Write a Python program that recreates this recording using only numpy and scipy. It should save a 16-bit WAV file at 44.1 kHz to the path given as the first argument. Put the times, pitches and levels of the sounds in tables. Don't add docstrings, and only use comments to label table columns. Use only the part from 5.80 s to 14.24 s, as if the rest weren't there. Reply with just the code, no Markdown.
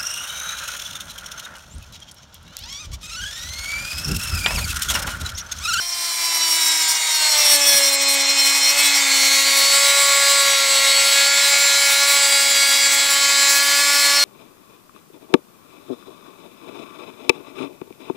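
import sys
import numpy as np
from scipy import signal
from scipy.fft import rfft, irfft
from scipy.io import wavfile
from scipy.ndimage import uniform_filter1d

SR = 44100
rng = np.random.default_rng(int(sys.argv[2]) if len(sys.argv) > 2 else 0)


def store_pcm(level_fs):
    pcm = np.round(np.clip(level_fs, -1, 1) * 32767).astype(np.int16)
    wavfile.write(sys.argv[1], SR, np.atleast_2d(pcm).T)


N = 372204
T = np.arange(N) / SR
SLOW_STEP = 64
SLOW_COUNT = N // SLOW_STEP + 2
SLOW_T = np.arange(SLOW_COUNT) * SLOW_STEP / SR
STAGES_S = (1.2, 1.9, 2.9, 3.5)


def gain_of(db):
    return 10 ** (np.asarray(db) / 20)


def evened(x):
    return x / np.sqrt(np.mean(x ** 2) + 1e-20)


def curves(rows, t=T):
    time_s, *columns = np.transpose(rows)
    return [np.interp(t, time_s, column) for column in columns]


def by_depth(shallow, deep, t=T):
    return np.interp(t, STAGES_S[2:], (shallow, deep))


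def plateau(t, start, length, edge):
    return np.clip(np.minimum(t - start, start + length - t) / edge + .5, 0, 1)


def wander(hz, count):
    f = np.fft.rfftfreq(SLOW_COUNT, SLOW_STEP / SR)
    spectrum = rfft(rng.standard_normal((count, SLOW_COUNT)))
    return evened(irfft(spectrum / (1 + (f / hz) ** 4), SLOW_COUNT))


def stepped_wander(hz):
    return np.repeat(wander(hz, count=1)[0], SLOW_STEP)[:N]


def ring(x, modes):
    out = np.zeros(N)
    for hz, width_hz, db in modes:
        mode = signal.iirpeak(hz, hz / width_hz, SR)
        once = signal.lfilter(*mode, x)
        out += gain_of(db) * signal.lfilter(*mode, once)
    return out


def spectrum_db(points, hz):
    f, level = np.transpose(points)
    db = np.interp(np.log(hz + 1), np.log(f), level)[:, None]
    return db - 10 * np.log10(np.mean(gain_of(db) ** 2))


def noise(first, second, share, patchy_db):
    hop, size = 128, 512
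    frames, hz = N // hop + 5, np.fft.rfftfreq(size, 1 / SR)
    real, imag, patches = rng.standard_normal((frames, len(hz), 3)).T
    patches = uniform_filter1d(patches, 5, 0)
    patches = evened(uniform_filter1d(patches, 24, 1))
    share = np.interp(np.arange(frames) * hop, np.arange(N), share)
    colour_db = spectrum_db(first, hz) * (1 - share) + spectrum_db(second, hz) * share
    z = (real + 1j * imag) * gain_of(colour_db + patchy_db * patches)
    return evened(signal.istft(z, nperseg=size, noverlap=size - hop)[1][:N])


# (time [s], speed [Hz])
SHAFT_SPEED = [(0.0, 350.6), (0.89, 322.7), (1.31, 315.2), (1.72, 290.6), (1.79, 286.4), (2.07, 278.2),
               (2.42, 277.6), (2.61, 280), (2.65, 276.6), (2.94, 283.2), (2.98, 286.5), (3.15, 282.8),
               (3.24, 276.7), (3.31, 274.1), (3.74, 275.8), (4.14, 281.2), (4.37, 279.2), (4.51, 280.2),
               (4.91, 274.2), (5.71, 281.8), (6.11, 280.1), (6.28, 282.3), (6.44, 280), (6.96, 278.4),
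               (7.38, 280.3), (7.71, 280.2), (7.87, 282.7), (8.18, 285), (8.32, 283.5), (8.44, 285.7)]


def shaft_turns():
    tremble_hz = by_depth(.4, .2) * stepped_wander(9)
    return np.cumsum(curves(SHAFT_SPEED)[0] + tremble_hz) / SR


# (time [s], level [dB])
CUT_LOUDNESS = [(0, -30), (.4, -22), (.8, -19), (1.25, -20), (1.7, -15.5), (2.1, -18), (3.2, -16),
                (3.8, -15.5), (4.7, -16), (5.45, -15), (6, -15), (6.4, -15.5), (6.7, -16.5), (7.5, -16),
                (8.44, -15.5)]


def cut_loudness_db(t=T):
    return curves(CUT_LOUDNESS, t)[0]


# (order, relative level [dB])
TOUCHING_ORDERS = [(1, -24), (2, -21), (3, -5.5), (4, -15), (5, -11.5), (6, -11.5), (7, -6.5), (8, -13),
                   (9, -5.5), (10, -12), (11, -9), (12, 0), (13, -7.5), (14, -2), (15, -12), (16, -7),
                   (17, -3), (18, -24), (19, -33), (20, -8.5), (21, -18), (22, -6), (23, -13), (24, -9),
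                   (25, -16), (26, -10.5), (27, -27), (28, -21), (29, -14), (30, -17), (31, -14), (32, -23),
                   (33, -24), (34, -14)]
# (order, relative level [dB])
SHALLOW_ORDERS = [(1, -17), (2, -11), (3, -13), (4, -11.5), (5, -19), (6, -13), (7, -20), (8, -9.5),
                  (9, -3), (10, -10.5), (11, -5), (12, -12.5), (13, -8), (14, -17.5), (15, 3), (16, -12),
                  (17, -22), (18, -10), (19, 0), (20, -26), (21, -11), (22, -8.5), (23, -20), (24, -12),
                  (25, -7), (26, -8), (27, -5), (28, -12), (29, -3.5), (30, -40), (31, -18), (32, -31),
                  (33, -22), (34, -38)]
# (order, relative level [dB])
DEEP_ORDERS = [(1, -22), (2, -7), (3, -16.5), (4, -15), (5, -11.5), (6, -10.5), (7, -10.5), (8, -5.5),
               (9, -8.5), (10, -11), (11, -10), (12, -10), (13, -7.5), (14, -6), (15, -2.5), (16, -5),
               (17, -5), (18, -11.5), (19, -7), (20, -13), (21, -8), (22, -12), (23, -10), (24, -9.5),
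               (25, -11), (26, -11), (27, -10.5), (28, -8), (29, -8.5), (30, -17), (31, -38), (32, -20),
               (33, -22), (34, -23)]
# (time [s], order 1 level [dB], order 2 level [dB])
LOWEST_ORDERS = [(0, -63, -51), (.75, -47.5, -48.5), (1.03, -50, -56), (1.25, -65, -55), (1.4, -55, -48),
                 (1.55, -65, -37), (1.76, -40.5, -31.5), (1.95, -46, -30), (2.3, -40, -33),
                 (2.6, -41.5, -40), (2.77, -42, -46), (2.96, -48, -34), (3.05, -40.5, -47),
                 (3.29, -39.5, -43), (3.69, -43, -35.5), (4.18, -61, -30), (4.54, -59, -31),
                 (4.89, -52, -32), (5.71, -53, -34.5), (6.53, -50.5, -34), (6.98, -48, -38.5),
                 (8.44, -46, -36)]
SWELLING_ORDERS = {4: [(3.5, 1.64, 8), (4.05, 0.61, 3), (6.2, .2, 7.5), (7.3, 1.1, 9.5)],
                   5: [(.85, 0.27, 5), (1.3, .25, 7.5), (3.9, 4.6, 6), (6.15, 0.21, 3)],
                   6: [(1.7, 0.13, 9.5), (1.87, 0.16, 12), (4.0, 0.77, 5), (5.35, 3.1, 8)],
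                   8: [(3.25, .5, 1), (5.4, 1.73, 3)], 10: [(4.9, 0.523, 6.5), (6.4, 0.714, 5)],
                   11: [(7.2, 1.177, 5)], 12: [(1.63, .1, 9.5), (1.8, 0.2, 16.5), (2.95, .2, 10.5),
                   (4.0, .3, 3), (4.65, 0.999, 4), (6.35, 0.94, 10.5)], 14: [(1.35, 0.34, 13),
                   (3.0, .15, 18), (3.9, 3.8, 6)], 15: [(3.35, 0.42, 3), (4.3, 0.28, 3), (4.8, .3, 2),
                   (5.7, 0.34, 3.5), (6.2, 0.12, 1), (7.35, .4, 5), (8.1, .4, 4.5)], 16: [(.9, 0.18, 6),
                   (3.25, 0.76, 9), (4.8, 0.79, 6), (6.1, .4, 2), (7.0, 0.38, 3), (8.1, 0.31, 1)],
                   17: [(3.15, 0.14, 10), (3.6, .4, 2), (4.4, .4, 4.5), (6.4, 0.71, 8.5), (7.3, 0.67, 4.5),
                   (.5, 0.597, 7)], 19: [(7.3, 0.493, 1), (8.05, .45, 7)], 21: [(3.4, 1.435, 2),
                   (6.7, 0.554, 3.5)], 22: [(.6, .9, 5.5)], 23: [(.8, .8, 12), (3.0, 0.59, 8), (5.4, .9, 0),
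                   (7.4, 0.85, 4)], 24: [(3.2, .9, 3.5), (5.4, 0.59, -4), (7.3, .5, 1)], 25: [(.65, .3, 14),
                   (3.9, 0.55, -3), (5.4, 0.894, 4), (7.8, 0.59, 4)], 27: [(3.0, 0.528, 5), (5.4, 2.9, 5)],
                   26: [(1.2, .4, 7), (3.35, 1.25, 10), (5.35, 2.45, 12.5), (7.9, 0.43, 9)],
                   28: [(3.9, 1.49, 7.5), (6.35, 1.294, 6.5)], 29: [(3.8, 1.6, 7.5), (6.35, .85, 7),
                   (8.15, 0.13, 2)]}


def orders(turns):
    t, count = SLOW_T, len(DEEP_ORDERS)
    orders_db, sway_rms_db, swell_edge_s = -10.5, 1.0, .13
    loud_db = cut_loudness_db(t) + orders_db
    sway_db = sway_rms_db * wander(1.0, count)
    flutter_db = by_depth(2.6, 2.3, t) * wander(10.2, count)
    slip_rad = by_depth(.5, .2, t) * wander(17, count)
    start_rad = .8 * rng.standard_normal(count) + .012 * np.arange(count) ** 2
    lowest_db = curves(LOWEST_ORDERS, t)
    out = np.zeros(N)
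    for i in range(count):
        order = i + 1
        steadiness = min(1, order / 8)
        if i < len(lowest_db):
            db = lowest_db[i]
        else:
            touch_db, shallow_db, deep_db = TOUCHING_ORDERS[i][1], SHALLOW_ORDERS[i][1], DEEP_ORDERS[i][1]
            stage_db = np.interp(t, STAGES_S, [touch_db, shallow_db, shallow_db, deep_db])
            db = loud_db + stage_db + sway_db[i]
            for start_s, length_s, change_db in SWELLING_ORDERS.get(order, []):
                db = db + change_db * plateau(t, start_s, length_s, swell_edge_s)
        db = db + steadiness * flutter_db[i]
        phase = np.interp(T, t, start_rad[i] + steadiness * slip_rad[i]) + 2 * np.pi * order * turns
        out += np.interp(T, t, np.sqrt(2) * gain_of(db)) * np.cos(phase)
    return out


# (frequency [Hz], relative density [dB per Hz])
SHALLOW_RASP = [(60, -65), (100, -38), (300, -35), (520, -19), (950, -7.5), (1700, -10.5), (2150, -3.5),
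                (2800, -12), (3600, -4.5), (5000, -7), (6300, -8.5), (7800, -4.5), (8600, -7), (10000, -42)]
# (frequency [Hz], relative density [dB per Hz])
DEEP_RASP = [(60, -55), (100, -31), (300, -25.5), (500, -21.5), (650, -16.5), (950, -10), (1500, -12.5),
             (2150, -3), (2700, -9), (3800, -6), (5500, -7), (6800, -11), (7800, -5.5), (9500, -14),
             (11500, -25)]


def rasp(turns, deep):
    swing = 1 + .18 * np.cos(2 * np.pi * turns) + .088 * np.cos(4 * np.pi * turns)
    return gain_of(cut_loudness_db() - 6) * swing * noise(SHALLOW_RASP, DEEP_RASP, deep, patchy_db=0.0)


def tooth_puffs(turns):
    once = np.exp(np.cos(2 * np.pi * turns) - 1)
    twice = .5 * np.exp(2.3 * np.cos(4 * np.pi * turns) - 3.0)
    return .16 + once + twice


def tooth_blows(turns, puffs):
    strength = gain_of(1.5 * rng.standard_normal(N // 100))[np.round(turns).astype(int)]
    lag_rad = .95 * rng.standard_normal(56) * (np.arange(56) / 35) ** 2
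    landing = turns + .004 * np.interp(T, SLOW_T, wander(25, count=1)[0])
    pulse = sum(np.cos(2 * np.pi * k * landing + lag_rad[k]) for k in range(15, 56))
    return evened(strength * pulse) + .3 * evened(puffs * rng.standard_normal(N))


# (start [s], length [s], blade chatter level [dB], edge level change [dB])
BITE_EVENTS = [(0, 0.021, -30, 2), (0.057, 0.046, -30.5, 0), (.12, 0.023, -29, -1), (0.233, 0.028, -31, 0),
               (0.444, 0.021, -25, 5), (0.54, 0.053, -28, 4), (0.706, 0.066, -24, 6),
               (0.807, 0.087, -22, 6), (.91, 0.079, -26, 2), (0.968, 0.07, -27, 4), (1.08, 0.045, -23, 7),
               (1.15, 0.024, -24, 1), (1.31, 0.062, -26, 4), (1.49, 0.045, -21, 4.5),
               (1.577, 0.063, -20.5, 4.5), (1.647, .12, -21, 8.5), (1.81, 0.038, -20, 3.5),
               (1.86, 0.051, -16.5, 8), (1.914, 0.079, -18.5, 7.5), (2.03, 0.07, -23, 2.5),
               (2.123, 0.037, -27, 10), (2.21, 0.029, -22, 12), (2.282, 0.073, -27, 11),
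               (2.4, 0.027, -23, 7), (2.45, 0.018, -21.5, 1), (2.491, 0.026, -21, 4),
               (2.585, 0.025, -19, 5), (2.648, 0.034, -20.5, 4), (2.695, 0.098, -26.5, 2),
               (2.825, .04, -20, 4), (2.879, 0.036, -17, 3), (2.984, 0.026, -26, 5.5),
               (3.034, 0.052, -25, 5.5), (3.141, 0.054, -21.5, 5), (3.36, .12, -25, 2),
               (3.531, 0.041, -28, 1), (3.679, .04, -32, 2), (3.77, .05, -35, 3.5), (6.102, .04, -30, 3),
               (6.275, 0.068, -35, 3), (6.877, 0.054, -35, 4), (7.118, 0.039, -37, 3.5),
               (7.3, 0.052, -26, 4), (7.688, 0.097, -28, 5), (7.9, 0.036, -35, 0), (8.08, .14, -36, 0.5),
               (8.3, 0.061, -37, -1), (8.4, 0.046, -22, -1)]


def bites():
    edge_s = .014
    shapes = np.array([plateau(SLOW_T, start, length, edge_s) for start, length, _, _ in BITE_EVENTS])
    chatter_db, change_db = np.transpose(BITE_EVENTS)[2:]
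    return np.interp(T, SLOW_T, gain_of(chatter_db) @ shapes), np.interp(T, SLOW_T, change_db @ shapes)


# (time [s], level [dB])
EDGE_LEVEL = [(0, -36), (.25, -29), (.7, -27), (1.2, -29.5), (1.55, -26), (2.1, -24.5), (2.17, -33.5),
              (2.55, -31), (2.62, -26), (3.3, -26), (3.85, -23.5), (4.7, -26), (4.8, -26.5), (5.7, -26),
              (5.9, -24.5), (7.65, -26.5), (7.8, -23.5), (8.44, -23)]
# (frequency [Hz], relative density [dB per Hz])
SHALLOW_HISS = [(7000, -27), (8900, -0.5), (10400, -8), (11300, -3), (12100, -2), (12800, -8), (14000, -16),
                (15600, -5)]
# (frequency [Hz], relative density [dB per Hz])
DEEP_HISS = [(7000, -33), (8900, -4), (10000, 1.5), (11400, -8), (12300, -7.5), (14300, -18), (15600, -6.5)]
# (frequency [Hz], width per pass [Hz], shallow-cut gain [dB], deep-cut gain [dB])
TOOTHED_EDGE_MODES = [(8340, 450, -3, -7.5), (8930, 370, 0.5, -6), (9900, 780, -12.5, -11),
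                      (11120, 1200, -9.5, -10.5), (12220, 960, -16, -7.5), (12600, 950, -12, -15),
                      (14000, 1600, -11.5, -10.5)]


def toothed_edge(deep, puffs, blows, change_db):
    hiss = evened(puffs * noise(SHALLOW_HISS, DEEP_HISS, deep, patchy_db=2.0))
    modes = [(hz, width_hz, a + (b - a) * deep) for hz, width_hz, a, b in TOOTHED_EDGE_MODES]
    edge = gain_of(-3) * hiss + gain_of(-5.5) * evened(ring(blows, modes))
    flicker_db = 1.1 * stepped_wander(13)
    return gain_of(curves(EDGE_LEVEL)[0] + change_db + flicker_db) * edge


# (time [s], level [dB])
FREE_CHATTER = [(0, -34.5), (.5, -27), (1.2, -30), (1.6, -25.5), (2.15, -34), (2.9, -32), (3.0, -34),
                (3.4, -45)]
# (frequency [Hz], width per pass [Hz], relative gain [dB])
BLADE_MODES = [(5535, 460, 10), (5574, 53, -2)]


def blade_chatter(deep, blows, bite_gain):
    stutter_db = -1.0 * np.tanh(2 * stepped_wander(28))
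    level = gain_of(curves(FREE_CHATTER)[0] + stutter_db) * (1 - deep) + bite_gain
    shaking = blows + .5 * rng.standard_normal(N)
    return evened(ring(shaking, BLADE_MODES)) * uniform_filter1d(level, 100)


def teeth(turns, deep):
    puffs = tooth_puffs(turns)
    blows = tooth_blows(turns, puffs)
    bite_gain, change_db = bites()
    return toothed_edge(deep, puffs, blows, change_db) + blade_chatter(deep, blows, bite_gain)


# (time [s], level [dB])
BUZZ_LEVEL = [(0, -44), (.7, -36), (1.6, -30), (2.1, -30.5), (3.2, -25), (8.44, -29)]
# (frequency [Hz], width per pass [Hz], relative gain [dB])
HOUSING_MODES = [(2150, 307, 9), (3000, 800, -34), (3630, 900, -4.5), (905, 490, -9.5)]
# (multiple of the current-pulse rate, rms level [dB])
HUM_PARTIALS = [(1, -72), (2, -69), (4, -87)]


def motor(turns):
    pulse_rate_hz, shaft_share, spark_share = 120.02, .033, .42
    cycle = pulse_rate_hz * T
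    pulses = evened(sum(np.cos(2 * np.pi * k * cycle) for k in range(3, 40)))
    sparks = evened(np.exp(2.3 * np.cos(2 * np.pi * cycle)) * rng.standard_normal(N))
    drive = pulses * (1 + shaft_share * np.cos(2 * np.pi * turns)) + spark_share * sparks
    buzz_db = curves(BUZZ_LEVEL)[0] + 1.2 * stepped_wander(8.9)
    out = gain_of(buzz_db) * evened(ring(drive, HOUSING_MODES))
    for k, db in HUM_PARTIALS:
        out += gain_of(db) * np.sqrt(2) * np.cos(2 * np.pi * (k * cycle + rng.random()))
    return out


# (frequency [Hz], relative density [dB per Hz])
RUMBLE_SPECTRUM = [(35, -35), (52, 11), (75, 2), (120, 0.5), (170, -20), (230, -40)]
# (time [s], relative level [dB])
RUMBLE_SWELLS = [(0, 3), (.7, -6), (2.5, -2), (3.2, 3), (4, 0.5), (8.44, 2)]


def low_rumble():
    rumble_db = -62
    hz = np.fft.rfftfreq(N, 1 / SR)
    f, db = np.transpose(RUMBLE_SPECTRUM)
    colour = gain_of(np.interp(np.log(hz + 1), np.log(f), db, left=-60, right=-60))
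    rumble = evened(irfft(rfft(rng.standard_normal(N)) * colour, N))
    return gain_of(rumble_db + curves(RUMBLE_SWELLS)[0]) * rumble


# (time [s], initial amplitude [dB], frequency [Hz], 60 dB decay time [s])
TRIM_KNOCKS = [(1.695, -39, 200, .04), (1.865, -42, 149.6, .04), (1.95, -28, 225, 0.019)]


def knocks():
    out = np.zeros(N)
    for start_s, db, hz, t60_s in TRIM_KNOCKS:
        t = np.maximum(T - start_s, 0)
        out += gain_of(db - 60 * t / t60_s) * np.sin(2 * np.pi * hz * t)
    return out


def scene():
    turns, deep = shaft_turns(), by_depth(0, 1)
    pressure = uniform_filter1d(gain_of(.63 * stepped_wander(17.0)), 128)
    cut = pressure * (orders(turns) + rasp(turns, deep) + teeth(turns, deep))
    mix = cut + motor(turns) + low_rumble() + knocks()
    return np.array([mix, mix])


def record(dry):
    ceiling, band_limit_hz = .95, 15740
    rounded = dry / (1 + abs(dry / ceiling) ** 6) ** (1 / 6)
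    taps = signal.firwin(1023, band_limit_hz, window=("kaiser", 9), fs=SR)
    return signal.oaconvolve(rounded, taps[None], "same")


dry = scene()
out = record(dry)
store_pcm(out)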